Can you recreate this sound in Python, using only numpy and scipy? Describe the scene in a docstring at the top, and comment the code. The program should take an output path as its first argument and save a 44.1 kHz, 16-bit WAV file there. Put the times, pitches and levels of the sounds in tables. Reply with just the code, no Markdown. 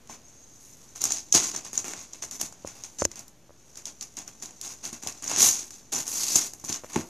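"""Gift wrap on a cardboard box

Hands pick at, rip and crumple thin gift wrap round a box on a hard floor, a metre from a phone.
Creases snap singly as short tinted noise bursts; tearing is a dense hail of tiny noisy grains with crackle.
Blows ring modes of the box, a finger taps and slides on the phone case (modes and slip bursts).
A decaying noise tail answers paper and box; filtered room tone, mains hum and a brief whistle lie below."""
import sys
import numpy as np
from scipy import signal
from scipy.fft import rfft, irfft
from scipy.io import wavfile
from scipy.ndimage import uniform_filter1d

SR = 44100
rng = np.random.default_rng(int(sys.argv[2]) if len(sys.argv) > 2 else 0)


def magnitude_from_level(level_db):
    """Linear magnitude for a level in decibels (20 dB per decade)."""
    exponent = np.asarray(level_db, float) / 20
    return 10 ** exponent


def store_wav(level_fs):
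    """Save 16-bit WAV to argv[1]."""
    pcm = np.round(np.clip(np.atleast_2d(level_fs), -1, 1) * 32767)
    wavfile.write(sys.argv[1], SR, pcm.T.astype(np.int16))


N = 312669
T = np.arange(N) / SR
SPLIT_HZ, EDGE_HZ = 3000, 8500  # bass | middle | top of the paper
RELEASE_DB_PER_S = 339  # fall after a tug or rip


def butter(x, hz, kind, order=4):
    """Butterworth filter."""
    return signal.sosfilt(signal.butter(order, hz, kind, fs=SR, output="sos"), x)


def response(points, size=1024):
    """Minimum-phase impulse response with the colour of (f/Hz, level/dB) points."""
    hz, db = np.transpose(points)
    f = np.maximum(np.fft.rfftfreq(size, 1 / SR), 1)
    log_gain = np.interp(np.log(f), np.log(hz), db) * np.log(10) / 20
    # folding the cepstrum makes the response causal
    cepstrum = irfft(log_gain)
    cepstrum[1:size // 2] *= 2
    cepstrum[size // 2 + 1:] = 0
    return irfft(np.exp(rfft(cepstrum)))


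def through(x, h):
    """Convolution, cut to the length of x."""
    return signal.oaconvolve(x, h)[:len(x)]


def unit(x):
    """Scale to rms 1."""
    return x / np.sqrt(np.mean(x ** 2))


def peak(x):
    """Scale to peak 1."""
    return x / np.max(np.abs(x))


def add(out, s, x):
    """Mix x into out from time s."""
    i = int(s * SR)
    out[i:i + len(x)] += x[:len(out) - i]


def walk(rate_hz):
    """Random levels held 1 / rate_hz and slewed twice; rms 1."""
    hold = int(SR / rate_hz)
    steps = np.repeat(rng.standard_normal(N // hold + 1), hold)
    slewed = uniform_filter1d(uniform_filter1d(steps, hold), hold)
    return unit(slewed[:N])


def room_tone(level_db=-58.5, flicker_db=1.0):
    """Quiet air of the house, as filtered noise of wavering level, with mains hum."""
    # air spectrum: f/Hz, relative level/dB per Hz
    air_colour = [(15, -5), (25, -9), (49, -9.5), (227, -6.5), (396, -12), (879, -17.5), (1270, -21.5),
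                  (2980, -25), (5210, -27), (6440, -19.5), (7760, -31.5), (11900, -32), (14300, -34)]
    # mains hum: f/Hz, rms level/dB
    hum_lines = [(60, -71.5), (120, -70)]
    air = unit(through(rng.standard_normal(N), response(air_colour, size=4096)))
    hum = sum(magnitude_from_level(db) * np.sqrt(2) * np.sin(2 * np.pi * hz * T) for hz, db in hum_lines)
    return magnitude_from_level(level_db + flicker_db * walk(4.32)) * air + hum


def whistle(centre_hz=6480, width_hz=150, level_db=-57.5):
    """A narrow hiss near the microphone port resonance that fades in and out."""
    start_s, end_s, fade_s = 0.215, 0.6, 0.04
    edges_hz = [centre_hz - width_hz / 2, centre_hz + width_hz / 2]
    shape = np.clip(np.minimum(T - start_s, end_s - T) / fade_s, 0, 1)
    return magnitude_from_level(level_db) * shape * unit(butter(rng.standard_normal(N), edges_hz, "band", order=1))


def room(x):
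    """Floor and hands scatter at once; the walls come in after a gap, the first echoes strongest."""
    # reverberation: f/Hz, t60/s
    reverb_times = [(200, 0.3), (700, 0.36), (2000, 0.17), (6000, 0.16), (12000, 0.2)]
    room_db, nearby_db = -7.5, -5.5  # whole tail re input; scatter ahead of the walls
    gap_s, rise_s = 0.0102, 0.0023
    early_db, early_s = 12, 0.012  # boost that dies away, in dB, with this time constant
    t = np.arange(SR // 2) / SR
    hz, t60_s = np.transpose(reverb_times)
    tail = 0
    for centre in 90 * 2 ** np.arange(0, 7.6, 0.5):
        edges_hz = [centre / 2 ** 0.21, centre * 2 ** 0.25]
        band = butter(rng.standard_normal(len(t)), edges_hz, "band", order=2)
        band_t60_s = np.interp(np.log(centre), np.log(hz), t60_s)
        tail = tail + band * np.exp(-np.log(1000) * t / band_t60_s)
    tail *= np.clip((t - gap_s) / rise_s, magnitude_from_level(nearby_db), 1)
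    tail *= magnitude_from_level(early_db * np.exp(-t / early_s))
    return magnitude_from_level(room_db) * through(x, tail / np.sqrt(np.sum(tail ** 2)))


def blow(modes, gain_db, contact_ms):
    """A half-sine push rings modes; softer contact lasts longer and sounds duller; peak 1."""
    t = np.arange(SR // 4) / SR
    hz, db, t60_s = modes[:, :1], modes[:, 1], modes[:, 2:]
    rings = np.sin(2 * np.pi * hz * t) * np.exp(-np.log(1000) * t / t60_s)
    push = np.sin(np.pi * np.clip(t[:400] * 1000 / max(contact_ms, 0.1), 0, 1))
    return peak(through(magnitude_from_level(db + gain_db) @ rings, push))


def bursts(colour, count, rise_ms=0.24, fall_ms=0.7):
    """Short noisy pushes with exponential rise and fall."""
    t_ms = np.arange(700) / SR * 1000
    shape = (1 - np.exp(-t_ms / rise_ms)) * np.exp(-t_ms / fall_ms)
    return [through(shape * noise, colour) for noise in rng.standard_normal((count, len(t_ms)))]


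def tinted(burst, low_db, top_db):
    """A burst with its bass and top set against its middle, by peak."""
    high, low = butter(burst, SPLIT_HZ, "high"), butter(burst, [170.0, SPLIT_HZ], "band", order=2)
    body, top = butter(high, EDGE_HZ, "low"), butter(high, EDGE_HZ, "high")
    return peak(body) + magnitude_from_level(low_db) * peak(low) + magnitude_from_level(top_db) * peak(top)


def case_taps():
    """A finger taps the phone: each blow rings the modes of its case."""
    # taps: t/s, peak level/dB, contact/ms
    tap_times = [(2.648, -21, 0.7), (3.0208, -7.5, 0.09), (3.052, -14, 0.89), (3.494, -39, .4),
                 (3.506, -37, 0.35), (6.8365, -29, 0.15), (6.8445, -25.5, 0.16)]
    # case modes: f/Hz, relative level/dB, t60/s
    case_modes = np.array([(91.4, 6, 0.077), (343, -5, 0.21), (580, 23.5, 0.017), (980, 28, 0.0036),
                           (1370, -4, 0.0056)])
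    out = np.zeros(N)
    for s, db, contact_ms in tap_times:
        add(out, s, magnitude_from_level(db) * blow(case_modes, 0, contact_ms))
    return out


def finger_slides(colour):
    """A finger sticks and slips on the phone case; one loud sharp slip sounds during the second slide."""
    # slides: start t/s, end t/s, slip level/dB (peak of the middle, before scatter and ringing)
    slide_times = [(2.987, 3.035, -28), (3.04, 3.055, -27)]
    gap_s, scatter_db, low_db, top_db = 0.0035, 2.5, -10.5, -17
    ring_hz, ring_db = (5900, 7040), -4  # slips ring the microphone port
    sharp_s, sharp_db = 3.0512, -5.5
    out = np.zeros(N)
    for start, end, db in slide_times:
        times = np.arange(start, end, gap_s)
        chance = rng.standard_normal((len(times), 2))
        for s, (late, size), burst in zip(times, chance, bursts(colour, len(times), fall_ms=2.1)):
            slip = magnitude_from_level(db + scatter_db * size) * tinted(burst, low_db, top_db)
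            slip = slip + magnitude_from_level(ring_db) * butter(slip, ring_hz, "band", order=1)
            add(out, s + late * gap_s / 8, slip)
    add(out, sharp_s, magnitude_from_level(sharp_db) * tinted(bursts(colour, count=1)[0], low_db, top_db))
    return out


def knocks(deep_hz=400, scatter_db=2.0):
    """Each blow lands elsewhere on the box and rings its panels in another mix."""
    # blows: t/s, peak level/dB, contact/ms, gain of the deep panel modes/dB
    box_blows = [(0.0971, -28.5, 0.15, -7), (1.355, -23.5, 0.73, 6), (2.431, -33.5, .4, 3),
                 (4.928, -32.5, 0.49, 10), (5.065, -27, 1, -32), (5.076, -34, 1, -29),
                 (5.944, -28, 0.23, -30), (6.358, -23, 0.46, 17), (6.64, -29.5, 0.3, -5),
                 (6.698, -26.5, 0.39, 2), (6.9589, -17, 0.36, -8), (6.9634, -11, 0.44, 7),
                 (6.97, -23, 1, 10), (6.994, -25, 1, 8)]
    # panel modes: f/Hz, relative level/dB, t60/s
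    box_modes = np.array([(93, -1, 0.092), (161, 7, 0.073), (233, 13.5, 0.097), (234, -7, .1),
                          (334, 21, 0.038), (504, -14, 0.015), (864, 22.5, 0.014), (1067, -2, 0.19),
                          (1160, -30, 0.025), (2110, -20, .02)])
    out = np.zeros(N)
    deep = box_modes[:, 0] < deep_hz
    chances = rng.standard_normal((len(box_blows), len(box_modes)))
    for (s, db, contact_ms, deep_db), chance in zip(box_blows, chances):
        gain_db = deep * deep_db + scatter_db * chance
        add(out, s, magnitude_from_level(db) * blow(box_modes, gain_db, contact_ms))
    return out


def tug(start, hold, db):
    """Level of one tug: quick attack, slow sag while held, steady release."""
    attack_s, sag_db_per_s = 0.0099, 23.5
    t = T - start
    fall_db = sag_db_per_s * np.clip(t, 0, hold) + RELEASE_DB_PER_S * np.maximum(t - hold, 0)
    return np.clip(t / attack_s, 0, 1) * magnitude_from_level(db - fall_db)


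def handling(hiss_low_db=-13):
    """Gains of middle, bass and top of the paper noise: hiss, tugs and rips add in power."""
    # faint hiss between tugs: t/s, middle level/dB, top re middle/dB
    hiss_levels = [(0, -71, -18), (.18, -66, -15), (.27, -61.5, -14), (.45, -64, -12), (.67, -59, 0.5),
                   (.95, -61, -9), (1.8, -53, -18), (2.6, -61, -28), (2.95, -58.5, -7), (3.4, -73, -22.5),
                   (3.7, -62, -9), (5.1, -57, -18), (5.85, -61, -24), (7.09, -59, -2)]
    # tugs: start t/s, hold/s, middle level/dB, bass re middle/dB, top re middle/dB
    tug_list = [(.088, 0.05, -48.5, -2, -12), (0.947, 0.034, -45.5, -9.5, -11),
                (1.002, 0.18, -35, -12, -19), (1.095, 0.083, -38.5, -17, -23),
                (1.337, 0.033, -20, -9.5, -21), (1.395, 0.096, -31.5, -11.5, -17),
                (1.529, 0.053, -40.5, -4, -15), (1.642, 0.017, -44, -3, -12), (1.728, 0.072, -42.5, -9, -8),
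                (1.841, 0.081, -42.5, -2, -9), (1.949, 0.086, -44.5, -6.5, -17),
                (2.127, 0.021, -47.5, -3.5, -10), (2.216, 0.026, -40.5, -8, -9),
                (2.306, 0.052, -45.5, -6.5, -5.5), (2.392, 0.064, -40.5, -8.5, -8),
                (2.646, 0.068, -50, -4, -12), (2.74, 0.085, -53, -6.5, -10), (2.839, 0.016, -45, -8, -12),
                (3.104, 0.014, -58.5, 5, -4), (3.151, 0.055, -48.5, -4, -12),
                (3.765, 0.024, -49.5, -4, -13), (3.858, 0.0094, -38.5, -8.5, -15),
                (4.014, 0.0093, -43, -7.5, -10), (4.166, 0.031, -41, -4.5, -15),
                (4.266, 0.018, -53.5, 3, -3), (4.418, 0.016, -43, -3.5, -7), (4.474, 0.021, -58.5, 2, -16),
                (4.615, .11, -42.5, -8.5, -10), (4.826, 0.059, -40.5, -6.5, -12),
                (4.925, 0.019, -44, -3.5, -11), (5.017, 0.056, -45.5, -6, -11),
                (5.064, 0.027, -42.5, -1.5, -4), (5.127, .06, -56.5, -4, -11), (5.701, 0.091, -52, -11, -7),
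                (5.918, 0.088, -32, -8, -8), (6.634, 0.021, -44.5, -6.5, -2),
                (6.679, 0.077, -35, -7.5, -16), (6.831, 0.016, -57, 5, -2), (6.886, 0.066, -51, -0.5, -5),
                (6.929, 0.076, -42, -0.5, -9)]
    # two long rips, each: t/s, middle level/dB, bass re middle/dB, top re middle/dB
    rip_list = [
        [(5.222, -45, -3, -17), (5.3, -37, -4.5, -8), (5.355, -33.5, -6, -21), (5.395, -21.5, -12, -9.5),
         (5.45, -19.5, -13, -3), (5.488, -23, -13, -3.5), (5.505, -25.5, -19, -10), (5.606, -38.5, -13.5, -15),
         (5.66, -48, -10.5, -8)],
        [(6.055, -44, -7, -8), (6.09, -41, -8, 0), (6.17, -34.5, -11.5, -2.5), (6.33, -34, -12, -3.5),
         (6.36, -27, -10, 2.5), (6.4, -33, -10, -10), (6.47, -37.5, -11.5, -5), (6.52, -58, -14, -14)],
    ]
    s, db, top_db = np.transpose(hiss_levels)
    db = np.interp(T, s, db)
    power = magnitude_from_level(np.array([db, db + hiss_low_db, db + np.interp(T, s, top_db)])) ** 2
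    for start, hold, db, low_db, top_db in tug_list:
        power += np.outer(magnitude_from_level(np.array([0, low_db, top_db])), tug(start, hold, db)) ** 2
    for rip in rip_list:
        s, db, low_db, top_db = np.transpose(rip)
        fade_db = RELEASE_DB_PER_S * np.maximum(T - s[-1], 0)
        for i, share_db in enumerate((0, low_db, top_db)):
            level_db = np.interp(T, s, db + share_db) - fade_db
            power[i] += ((T >= s[0]) * magnitude_from_level(level_db)) ** 2
    return np.sqrt(power)


def crackle(colour, gain, rate_hz=22, width_oct=0.33):
    """Small creases pop at random, each in its own part of the spectrum; a fast rip drowns them."""
    # band centres: f/Hz
    centres_hz = (1200, 2400, 4200, 5800, 7800, 11000)
    crackle_db, most_db, ceiling_db = 15.5, 4.5, -33  # ceiling: on the handling gain
    size_db = np.minimum(3 * rng.exponential(size=N), most_db)
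    pops = (rng.random((len(centres_hz), N)) < rate_hz / SR) * magnitude_from_level(size_db)
    bands = [butter(p, [hz * 2 ** -width_oct, hz * 2 ** width_oct], "band", order=2)
             for hz, p in zip(centres_hz, pops)]
    return magnitude_from_level(crackle_db) * np.minimum(gain, magnitude_from_level(ceiling_db)) * through(sum(bands), peak(colour))


def rustle(colour, gains, rate_hz=1200.0, grain_ms=1.0, scatter_db=2.0, most_db=15.0, lowest_hz=151.4):
    """Fibres let go in short noisy grains, a few much larger; the long strip hums while pulled taut."""
    # taut strip: t/s, gain/dB
    strip_gain = [(6.1, 0), (6.2, 8), (6.32, 8), (6.4, 0)]
    body_gain, low_gain, top_gain = gains
    hit = rng.random(N) < rate_hz / SR
    size = hit * magnitude_from_level(np.minimum(scatter_db * rng.exponential(size=N), most_db))
    grain = np.exp(-np.arange(300) / (grain_ms * SR / 1000))  # in power
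    envelope = np.sqrt(np.abs(through(size ** 2, grain)))
    hail = through(envelope * rng.standard_normal(N), colour)
    low, high = butter(hail, [lowest_hz, SPLIT_HZ], "band"), butter(hail, SPLIT_HZ, "high")
    body, top = unit(butter(high, EDGE_HZ, "low")), butter(high, EDGE_HZ, "high")
    boost = magnitude_from_level(np.interp(T, *np.transpose(strip_gain))) - 1
    strip = boost * butter(body, (4250, 5050), "band", order=1)
    return body_gain * (body + strip) + low_gain * unit(low) + top_gain * unit(top)


def snaps(colour, to_walls_db=5):
    """A crease buckles in a noisy burst; each snap has its own level, bass share and top share."""
    # loudest creases: t/s, middle peak level/dB, bass re middle/dB, top re middle/dB
    crease_list = [(0.0735, -42, -22, -10), (0.9586, -27, -9, -21), (1.0169, -19, -15, -3),
                   (1.0397, -8.5, -12, -5.5), (1.0538, -10, -12, -33), (1.1064, -15, -5.5, -16),
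                   (1.1205, -8.5, -23, -11), (1.3254, -3, -21.5, -13), (1.3418, -13, -17, -21),
                   (1.3471, -3.5, -17, -20), (1.3493, -1.5, -10, -11), (1.3563, -14, -15, -20),
                   (1.433, -15, -16, -18), (1.4695, -24, -13, -5), (1.5487, -21, -6.5, -26),
                   (1.562, -16.5, -11, -16), (1.649, -23.5, -19, -28), (1.731, -28, -2.5, -5),
                   (1.755, -22, -26, -37), (1.7769, -9.5, -13, -35), (1.8433, -26, 0, -21),
                   (1.8813, -25, 0, -7), (1.9352, -28.5, 5, -28), (1.9904, -40, -23, -30),
                   (2.1335, -25, -21, -21), (2.2361, -26, 0, -12), (2.3114, -24.5, -33, -7),
                   (2.4132, -13, -10, -6), (2.5248, -32, -4, -15), (2.674, -21.5, -8, -17),
                   (2.837, -22.5, -13, -17), (3.1154, -28.5, -18, -26), (3.1571, -33.5, -14, -3),
                   (3.1928, -29, -16, -1), (3.2806, -40, -11, 2), (3.756, -30.5, -12, -24),
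                   (3.7732, -30.5, -24, -5), (3.8552, -21, -35, -14), (4.0103, -22, -32, -20),
                   (4.026, -24.5, -25, -17), (4.1693, -25, -18, -8), (4.1876, -24.5, -32, -26),
                   (4.216, -39, -8, -17), (4.2775, -27.5, -19, -16), (4.4241, -25, -12, -11),
                   (4.4577, -26, -33, -28), (4.5078, -34, -9, -27), (4.613, -23, -17, -8),
                   (4.677, -24.5, -23, -26), (4.838, -36, -24, -21), (4.8528, -19, -17, -22),
                   (4.929, -28, -27, -4), (5.026, -32, -4, -14), (5.035, -28.5, 0.5, -6),
                   (5.0721, -15, -17, -22), (5.124, -27, -28, -30), (5.176, -36, -29, -11),
                   (5.224, -25.5, -12, -10), (5.2416, -23.5, -26, -5), (5.278, -18.5, -30, -22),
                   (5.3148, -17.5, 0.5, -22), (5.3619, -13, -7, -23), (5.7064, -26.5, -9, -14),
                   (5.9208, -34, -26, -16), (5.9341, -23.5, -0.5, -3), (6.068, -30, -9, -4),
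                   (6.079, -18.5, -16, -7), (6.357, -0.5, -17, -13), (6.3624, -11, -16, -9),
                   (6.535, -31.5, -4.5, 0), (6.599, -37.5, -9, -3), (6.648, -26, -17, -7),
                   (6.6934, -26.5, -18, 1), (6.7266, -15, -25, -27), (6.932, -27, -19, -13),
                   (6.9602, -22, 7.5, -15), (7.01, -33, 2, -21)]
    direct, to_walls = np.zeros(N), np.zeros(N)
    for (s, db, low_db, top_db), burst in zip(crease_list, bursts(colour, len(crease_list))):
        snap = magnitude_from_level(db) * tinted(burst, low_db, top_db)
        add(direct, s, snap)
        # walls collect every direction: even colour, energy tied to the direct snap
        even = tinted(colour, low_db, top_db)
        same_energy = even * np.sqrt(np.sum(snap ** 2) / np.sum(even ** 2))
        add(to_walls, s, magnitude_from_level(to_walls_db) * same_energy)
    return direct, to_walls


def scene(box_room_db=-2.5):
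    """One microphone hears paper and box, direct and off the walls, and its own case without the room."""
    # paper as coloured by the microphone port, which rings near 6.5 kHz: f/Hz, relative level/dB
    paper_colour = [(35, -90), (60, 8), (172, -11.5), (226, -10.5), (260, -8.5), (366, -11), (529, -16.5),
                    (836, -12), (1260, -17), (2090, -17.5), (3880, -16.5), (5600, -7), (6600, -1),
                    (7300, -7.5), (8070, -16.5), (11400, -17.5), (14300, -23.5)]
    colour = response(paper_colour)
    creases, creases_to_walls = snaps(colour)
    gains = handling()
    tearing = rustle(colour, gains) + crackle(colour, gains[0])
    box = -knocks()  # struck panels move away from the phone first
    walls = room(tearing + creases_to_walls + magnitude_from_level(box_room_db) * box)
    case = case_taps() + finger_slides(colour)
    near = tearing + creases + box + case + walls + whistle()
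    return np.tile(butter(near, 65.0, "high", order=3) + room_tone(), (2, 1))


def treble_apart(mid, apart_db=-3.5, patch=(8, 16)):
    """Patches of treble, about 1.4 kHz by 45 ms, flicker apart between left and right."""
    # how often left and right part: f/Hz, share of the time/0-1
    apart_share = [(3500, 0.05), (5000, 0.1), (7000, 0.5), (10000, 0.91), (14000, .5)]
    f, _, z = signal.stft(mid, SR, nperseg=256)
    hz, share = np.transpose(apart_share)
    chance = rng.random((z.shape[0] // patch[0] + 1, z.shape[1] // patch[1] + 1))
    chance = np.kron(chance, np.ones(patch))[:z.shape[0], :z.shape[1]]
    apart = chance < np.interp(f, hz, share, left=0)[:, None]
    random_phase = np.exp(2j * np.pi * rng.random(z.shape))
    return magnitude_from_level(apart_db) * signal.istft(z * apart * random_phase, SR, nperseg=256)[1][:N]


def low_pass(x):
    """Removes everything above the highest recorded frequency."""
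    return signal.sosfilt(signal.butter(12, 15550, fs=SR, output="sos"), x)


def record(dry, ceiling=0.75, top_hz=14200, offset=-0.0013):
    """Rounds the loudest peaks, cuts the top, parts patches of treble and adds a constant offset."""
    rounded = ceiling * np.tanh(dry[0] / ceiling)
    mid = signal.sosfilt(signal.ellip(8, 0.2, 40, top_hz, fs=SR, output="sos"), rounded)
    side = treble_apart(mid)
    mix = mid + offset + side * np.array([[1], [-1]])
    return low_pass(mix)


dry = scene()
out = record(dry)
store_wav(out)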